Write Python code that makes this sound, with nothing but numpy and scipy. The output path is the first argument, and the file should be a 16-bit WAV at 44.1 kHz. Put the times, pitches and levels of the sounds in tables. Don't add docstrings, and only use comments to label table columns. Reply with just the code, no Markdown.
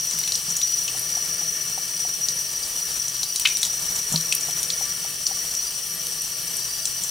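import sys
import numpy as np
from scipy import signal
from scipy.fft import rfft, irfft, next_fast_len
from scipy.io import wavfile

SR = 44100
rng = np.random.default_rng(int(sys.argv[2]) if len(sys.argv) > 2 else 0)


def put_to_file(sound):
    columns = np.atleast_2d(sound).T
    safe = np.clip(columns, -1, 1)
    whole_steps = np.round(safe * 32767)
    wavfile.write(sys.argv[1], SR, whole_steps.astype(np.int16))


N = 313110
TIME = np.arange(N) / SR
FFT_SIZE = next_fast_len(N + SR // 2, True)
HZ = np.maximum(np.arange(FFT_SIZE // 2 + 1) * SR / FFT_SIZE, 1)


def from_db(db):
    return 10 ** (np.asarray(db) / 20)


def unit_rms(x):
    return x / np.sqrt(np.mean(x ** 2) + 1e-20)


def over_time(points):
    return np.interp(TIME, *np.transpose(points))


def over_hz(points):
    hz, value = np.transpose(points)
    return np.interp(np.log(HZ), np.log(hz), value)


def drift(rate_hz):
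    step = 32
    size = next_fast_len(N // step + 2, True)
    hz = np.arange(size // 2 + 1) * SR / (size * step)
    slow = irfft(rfft(rng.standard_normal(size)) / (1 + (hz / rate_hz) ** 2), size)
    return np.interp(np.arange(N) / step, np.arange(size), unit_rms(slow))


def resonances(rows):
    return sum(from_db(db) ** 2 / (1 + (np.sqrt(2) - 1) * (2 * (HZ - hz) / width_hz) ** 2) ** 2
               for hz, width_hz, db in rows)


def turbulence(power_per_hz):
    # frequency in Hz, side over mid in dB.
    stereo_width = [(60, -19), (160, -18), (350, -9), (700, -7), (1400, -5.5), (2800, -6), (5600, -8),
                    (10000, -5.5), (11200, 0), (12000, -66)]
    mid, side = rfft(rng.standard_normal((2, FFT_SIZE))) * np.sqrt(power_per_hz * SR / 2)
    side = side * from_db(over_hz(stereo_width))
    return irfft([mid + side, mid - side])[:, :N]


def band(x, hz, octaves):
    edges_hz = np.clip([hz * 2 ** (-octaves / 2), hz * 2 ** (octaves / 2)], 20, .45 * SR)
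    return signal.sosfilt(signal.butter(2, edges_hz, "band", fs=SR, output="sos"), x)


def add(track, start_s, sound):
    i = max(round(start_s * SR), 0)
    track[i:i + len(sound)] += sound[:max(N - i, 0)]


def tiles(x, early_db, early_t60_s, tail_db, tail_t60_s, width):
    t = TIME[:SR // 2]
    sparse = rng.standard_normal((2, len(t))) * (rng.random((2, len(t))) < .04)
    early = unit_rms(sparse * from_db(-60 * t / early_t60_s) * (t > .002))
    tail = unit_rms(rng.standard_normal((2, len(t))) * from_db(-60 * t / tail_t60_s) * (t > .008))
    mid, side = (from_db(early_db) * early + from_db(tail_db) * tail) / np.sqrt(len(t))
    response = [mid + width * side, mid - width * side]
    return irfft(rfft(x, FFT_SIZE) * rfft(response, FFT_SIZE))[:, :N]


def stream(flutter_db, rush_gain_db, basin_gain_db):
    # frequency in Hz, relative density in dB per Hz.
    rush_spectrum = [(20, -81.5), (65, -73.5), (100, -81), (250, -83), (600, -83), (1000, -80.5),
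                     (2100, -86.5), (3500, -79.5), (5000, -80), (7500, -74), (10300, -77), (12000, -74.5),
                     (13800, -85), (15700, -101.3)]
    # time in seconds, gain in dB.
    splash = [(0, .7), (.4, 0.8), (1.5, -0.5), (3.0, 0.1), (4.25, 1.9), (4.9, 0.2), (5.6, -0.1), (7.1, 0)]
    # centre in Hz, width in Hz, relative peak density in dB per Hz.
    basin_peaks = [(125.8, 1.6, -60), (157.5, 38, -70.5), (168, 8.2, -68), (400, 163, -79.5),
                   (493, 31, -75.5), (641, 26, -75), (1171, 32, -73), (1387, 113, -78.5),
                   (1771, 127, -73.5), (1935, 21, -72), (2273, 150, -76)]
    rush = turbulence(from_db(over_hz(rush_spectrum)) ** 2)
    rush *= from_db(rush_gain_db + over_time(splash) + flutter_db * drift(26))
    drumming = turbulence(resonances(basin_peaks)) * from_db(basin_gain_db + 1.8 * drift(1.4))
    return rush + drumming


def tap_hiss(flutter_db):
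    # centre in Hz, width in Hz, peak density in dB per Hz.
    spout_peaks = [(2675, 130, -76), (2923, 25, -68), (3074, 210, -73.5), (3380, 50, -72.5),
                   (4330, 350, -72), (4500, 252, -99.5), (4920, 55, -77), (5470, 290, -69.5),
                   (5654, 43, -60), (5844, 136, -60.5), (6840, 260, -78.5), (7500, 90, -75),
                   (8295, 145, -67), (9165, 430, -68.5), (11800, 95, -79.5), (11880, 46, -67.5),
                   (13340, 130, -78), (15300, 370, -71.5)]
    return turbulence(resonances(spout_peaks)) * from_db(flutter_db * drift(23))


def eddy_tone(hz, wander_hz, jitter_hz, flutter_db):
    pitch_hz = hz + wander_hz * drift(4.79) + jitter_hz * drift(85.8)
    phase = 2 * np.pi * np.cumsum(pitch_hz) / SR + 0.11 * drift(36) * [[1], [-1]]
    return unit_rms(np.sin(phase) * from_db(flutter_db * drift(26)))


def valve_tones(gain_db):
    # pitch in Hz, relative rms level in dB.
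    tones = [(4749, -45), (5587, -42), (6102, -49), (6127, -44), (9558, -46), (10104, -52), (10451, -47),
             (12450, -49)]
    # middle in seconds, length at half rise in seconds, rise in dB, tone's pitch in Hz.
    swells = [(.88, .25, 8, 10451), (1.45, .4, 5, 10451), (2.05, .2, 5, 10451), (2.4, .25, 6, 12450),
              (2.82, .3, 7, 10451), (3.35, .3, 5, 4749), (4.0, .2, 6, 10451), (5.15, .4, 6, 10451),
              (6.0, .28, 9, 12450), (6.47, .22, 9, 12450), (6.75, .3, 5, 4749)]
    corners = np.array([-3, -1, 1, 3]) / 4
    out = np.zeros((2, N))
    for hz, db in tones:
        swell_db = sum(np.interp(TIME, middle_s + length_s * corners, [0, rise_db, rise_db, 0])
                       for middle_s, length_s, rise_db, tone_hz in swells if tone_hz == hz)
        envelope = unit_rms(from_db(swell_db)) * from_db(db + gain_db)
        out += envelope * eddy_tone(hz, wander_hz=2.96, jitter_hz=7.8, flutter_db=4.0)
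    return out


def whistle(gain_db, skirt_width_hz, flutter_db):
    # pitch in Hz, relative level in dB.
    tones = [(5813, 0), (5790, -6)]
    # time in seconds, noise over tone in dB.
    fray = [(0, -8), (5.3, -3), (5.9, -4.5), (7.1, 17)]
    # time in seconds, relative level in dB.
    strength = [(0, -26.5), (.4, -30), (.68, -23), (1.0, -33), (1.2, -26), (1.85, -30), (2.1, -26),
                (2.55, -30), (3.15, -32.5), (3.55, -28.5), (4.75, -28.5), (5.1, -34.5), (5.35, -30),
                (6.2, -33), (7.1, -33)]
    skirt = unit_rms(turbulence(resonances([(tones[0][0], skirt_width_hz, 0)])))
    pair = sum(eddy_tone(hz, wander_hz=8, jitter_hz=6.12, flutter_db=1.3) * from_db(db)
               for hz, db in tones)
    noise_ratio = from_db(over_time(fray))
    blend = (unit_rms(pair) + noise_ratio * skirt) / np.sqrt(1 + noise_ratio ** 2)
    flutter = unit_rms(from_db(flutter_db * drift(27)))
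    return blend * flutter * from_db(over_time(strength) + gain_db)


def spray(gain_db, spread_db, low_hz, high_hz, bands=10):
    # time in seconds, droplets per second.
    rate = [(0, 130), (.6, 77), (1.0, 13), (2.9, 16), (3.4, 96), (3.8, 23), (4.3, 40), (4.9, 12), (7.1, 6)]
    hits = rng.random(N) < over_time(rate) / SR
    sizes = from_db(spread_db * np.minimum(rng.exponential(1, N), 2))
    impulses = hits * sizes * rng.choice([-1, 1], N)
    band_index = rng.integers(0, bands, N)
    ticks = sum(band(impulses * (band_index == k) + 1e-18, hz, octaves=1.0)
                for k, hz in enumerate(np.geomspace(low_hz, high_hz, bands)))
    return from_db(gain_db) * ticks


def thumps(gain_db, contact_s):
    # start in seconds, relative level in dB.
    blows = [(0.136, -34.5), (0.479, -35), (.508, -32.5), (2.282, -38), (4.116, -28), (4.137, -17.5)]
    # frequency in Hz, relative level in dB, T60 in seconds.
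    modes = [(161.5, -2, 0.24), (222, -7, 0.062), (290, -18, .07), (438, -18.5, 0.093), (616, -15, 0.063),
             (750, -5.5, 0.027), (942, -14.5, 0.094), (1234, -16, 0.076), (1370, -19, .06)]
    out, t = np.zeros(N), TIME[:SR // 2]
    attack = 1 - np.exp(-t / contact_s)
    for start_s, db in blows:
        ring = np.zeros(len(t))
        for k, (hz, mode_db, t60_s) in enumerate(modes):
            envelope = from_db(mode_db + rng.normal(0, 1) - 60 * t / t60_s)
            ring += (-1) ** k * np.sin(2 * np.pi * hz * t) * envelope
        add(out, start_s, from_db(db + gain_db) * ring * attack)
    return out


def gulps(gain_db, decay_s, gap_s, second_db, second_ratio):
    # start in seconds, relative level in dB, pitch in Hz.
    swallows = [(0.948, -33, 756), (1.17, -29, 750), (1.415, -32.5, 745), (1.777, -26.5, 786),
                (2.051, -28, 760), (4.485, -28.5, 740), (4.81, -27.5, 805), (5.048, -30, 760),
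                (5.311, -28, 774)]
    out, t = np.zeros(N), TIME[:SR // 25]
    for start_s, db, hz in swallows:
        envelope = (1 - np.exp(-t / 0.00056)) * np.exp(-t / decay_s) * from_db(db + gain_db)
        add(out, start_s, envelope * np.sin(2 * np.pi * hz * t))
        second = from_db(second_db) * envelope * np.sin(2 * np.pi * hz * second_ratio * t)
        add(out, start_s + gap_s * rng.uniform(0.664, 1.22), second)
    return out


def splat(hz, octaves, attack_s=0.00059, decay_cycles=7.6):
    t = TIME[:SR // 25]
    envelope = (1 - np.exp(-t / attack_s)) * np.exp(-t * hz / decay_cycles)
    return unit_rms(band(rng.choice([-1, 1], len(t)) * envelope, hz, octaves))


def drops(gain_db, scatter_delay_s, scatter_db, scatter_ratio, droplets=2):
    # start in seconds, relative level in dB, centre in Hz, width in octaves.
    impacts = [(0.11, -27, 6100, 0.53), (0.187, -27.5, 7500, 2.2), (0.2364, -28.5, 4740, 1.0),
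               (0.276, -29, 4970, 1.7), (0.32, -23.5, 5360, 0.86), (0.353, -22.5, 5500, .46),
               (0.502, -28.5, 7000, .34), (0.5663, -23, 6600, .65), (0.6161, -27, 5400, 1.4),
               (0.878, -28.5, 4470, 1.3), (0.9936, -28, 10200, 0.58), (2.2852, -22, 5200, 0.35),
               (3.082, -26, 5670, .54), (3.231, -23.5, 5430, 1), (3.359, -23, 5900, 1.1),
               (3.397, -24.5, 6200, 2.4), (3.4517, -23.5, 2600, 1.8), (3.454, -16.5, 3000, 0.7),
               (3.4588, -22, 2790, 0.58), (3.4722, -22, 4400, 1.5), (3.57, -25.5, 6550, .88),
               (3.616, -28, 6900, 0.7), (3.630, -21, 5800, 1.3), (3.651, -24, 5860, 1.0),
               (3.9594, -29, 7050, 0.54), (4.1245, -24.5, 7700, 0.78), (4.1587, -20, 4430, 0.51),
               (4.2097, -28.5, 6850, 1.3), (4.3238, -20.5, 4750, 1.6), (4.35, -21.5, 8550, 1.0),
               (4.4089, -29, 7410, 0.26), (4.5086, -31, 6510, 1.2), (4.63, -23.5, 7100, 1.3),
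               (4.702, -25, 4900, 0.84), (5.2661, -19, 5400, 0.36), (5.55, -28, 6500, 0.55),
               (6.0687, -29, 6700, 1.4), (6.219, -30, 9610, .6), (6.568, -28, 8700, .6),
               (6.8543, -21.5, 6100, 0.91), (7.0359, -26, 6700, .31)]
    out = np.zeros(N)
    for start_s, db, hz, octaves in impacts:
        gain = from_db(db + gain_db)
        add(out, start_s, gain * splat(hz, octaves))
        delays_s = rng.gamma(2, scatter_delay_s / 2, droplets)
        pitch_ratios = scatter_ratio * 2 ** rng.uniform(-0.48, 0.36, droplets)
        for delay_s, ratio in zip(delays_s, pitch_ratios):
            droplet = splat(min(hz * ratio, SR / 4), octaves=0.79)
            add(out, start_s + delay_s, gain * from_db(scatter_db) * droplet)
    return out


def bubbles(gain_db, decay_s, rise_fraction):
    # start in seconds, relative level in dB, starting pitch in Hz.
    plinks = [(0.236, -39, 1900), (0.6133, -32.5, 3100), (0.883, -31, 2400), (3.454, -18.5, 2580),
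              (3.460, -22, 2020), (3.468, -23.5, 2220), (3.63, -21.5, 3350), (4.159, -30, 3640),
              (4.3235, -23.5, 2290), (4.7015, -24.5, 3860)]
    out, t = np.zeros(N), TIME[:SR // 25]
    glide = 1 + rise_fraction * (1 - np.exp(-t / (2 * decay_s)))
    envelope = (1 - np.exp(-t / 0.00088)) * np.exp(-t / decay_s)
    for start_s, db, hz in plinks:
        phase = 2 * np.pi * np.cumsum(hz * glide) / SR
        add(out, start_s, from_db(db + gain_db) * np.sin(phase) * envelope)
    return out


def scene():
    # frequency in Hz, left over right in dB.
    balance = [(60, 0.5), (120, 0), (240, 2), (480, 0.5), (950, 1.5), (1890, 3.5), (3770, 3), (7520, 3),
               (15000, 0.5)]
    hiss = tap_hiss(flutter_db=0.36)
    hiss += tiles(hiss.mean(0), early_db=-7, early_t60_s=0.059, tail_db=-16, tail_t60_s=0.36,
                  width=0.056)
    tap = hiss + whistle(gain_db=-0.1, skirt_width_hz=60, flutter_db=2) + valve_tones(gain_db=0.5)
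    water = stream(flutter_db=2.0, rush_gain_db=-0.37, basin_gain_db=-0.2)
    splashes = drops(gain_db=-6.5, scatter_delay_s=.007, scatter_db=-10.5, scatter_ratio=1.29)
    splashes += bubbles(gain_db=14.0, decay_s=.0025, rise_fraction=.45)
    splashes += spray(gain_db=-17, spread_db=4.5, low_hz=2600, high_hz=9300)
    cat = gulps(gain_db=3, decay_s=0.0031, gap_s=0.006, second_db=-4.5, second_ratio=1.02)
    basin = thumps(gain_db=1.3, contact_s=.005)
    room = tiles(splashes, early_db=-5.0, early_t60_s=0.077, tail_db=-11.5, tail_t60_s=0.41, width=0.22)
    mix = tap + water + splashes + cat + basin + room
    pan_gains = from_db(over_hz(balance) / 2 * [[1], [-1]])
    return irfft(rfft(mix, FFT_SIZE) * pan_gains)[:, :N]


def record(dry):
    ceiling, cutoff_hz = .8, 15850
    limited = dry / (1 + (dry / ceiling) ** 4) ** .25
    return signal.sosfilt(signal.ellip(12, .1, 90, cutoff_hz, fs=SR, output="sos"), limited)


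dry = scene()
out = record(dry)
put_to_file(out)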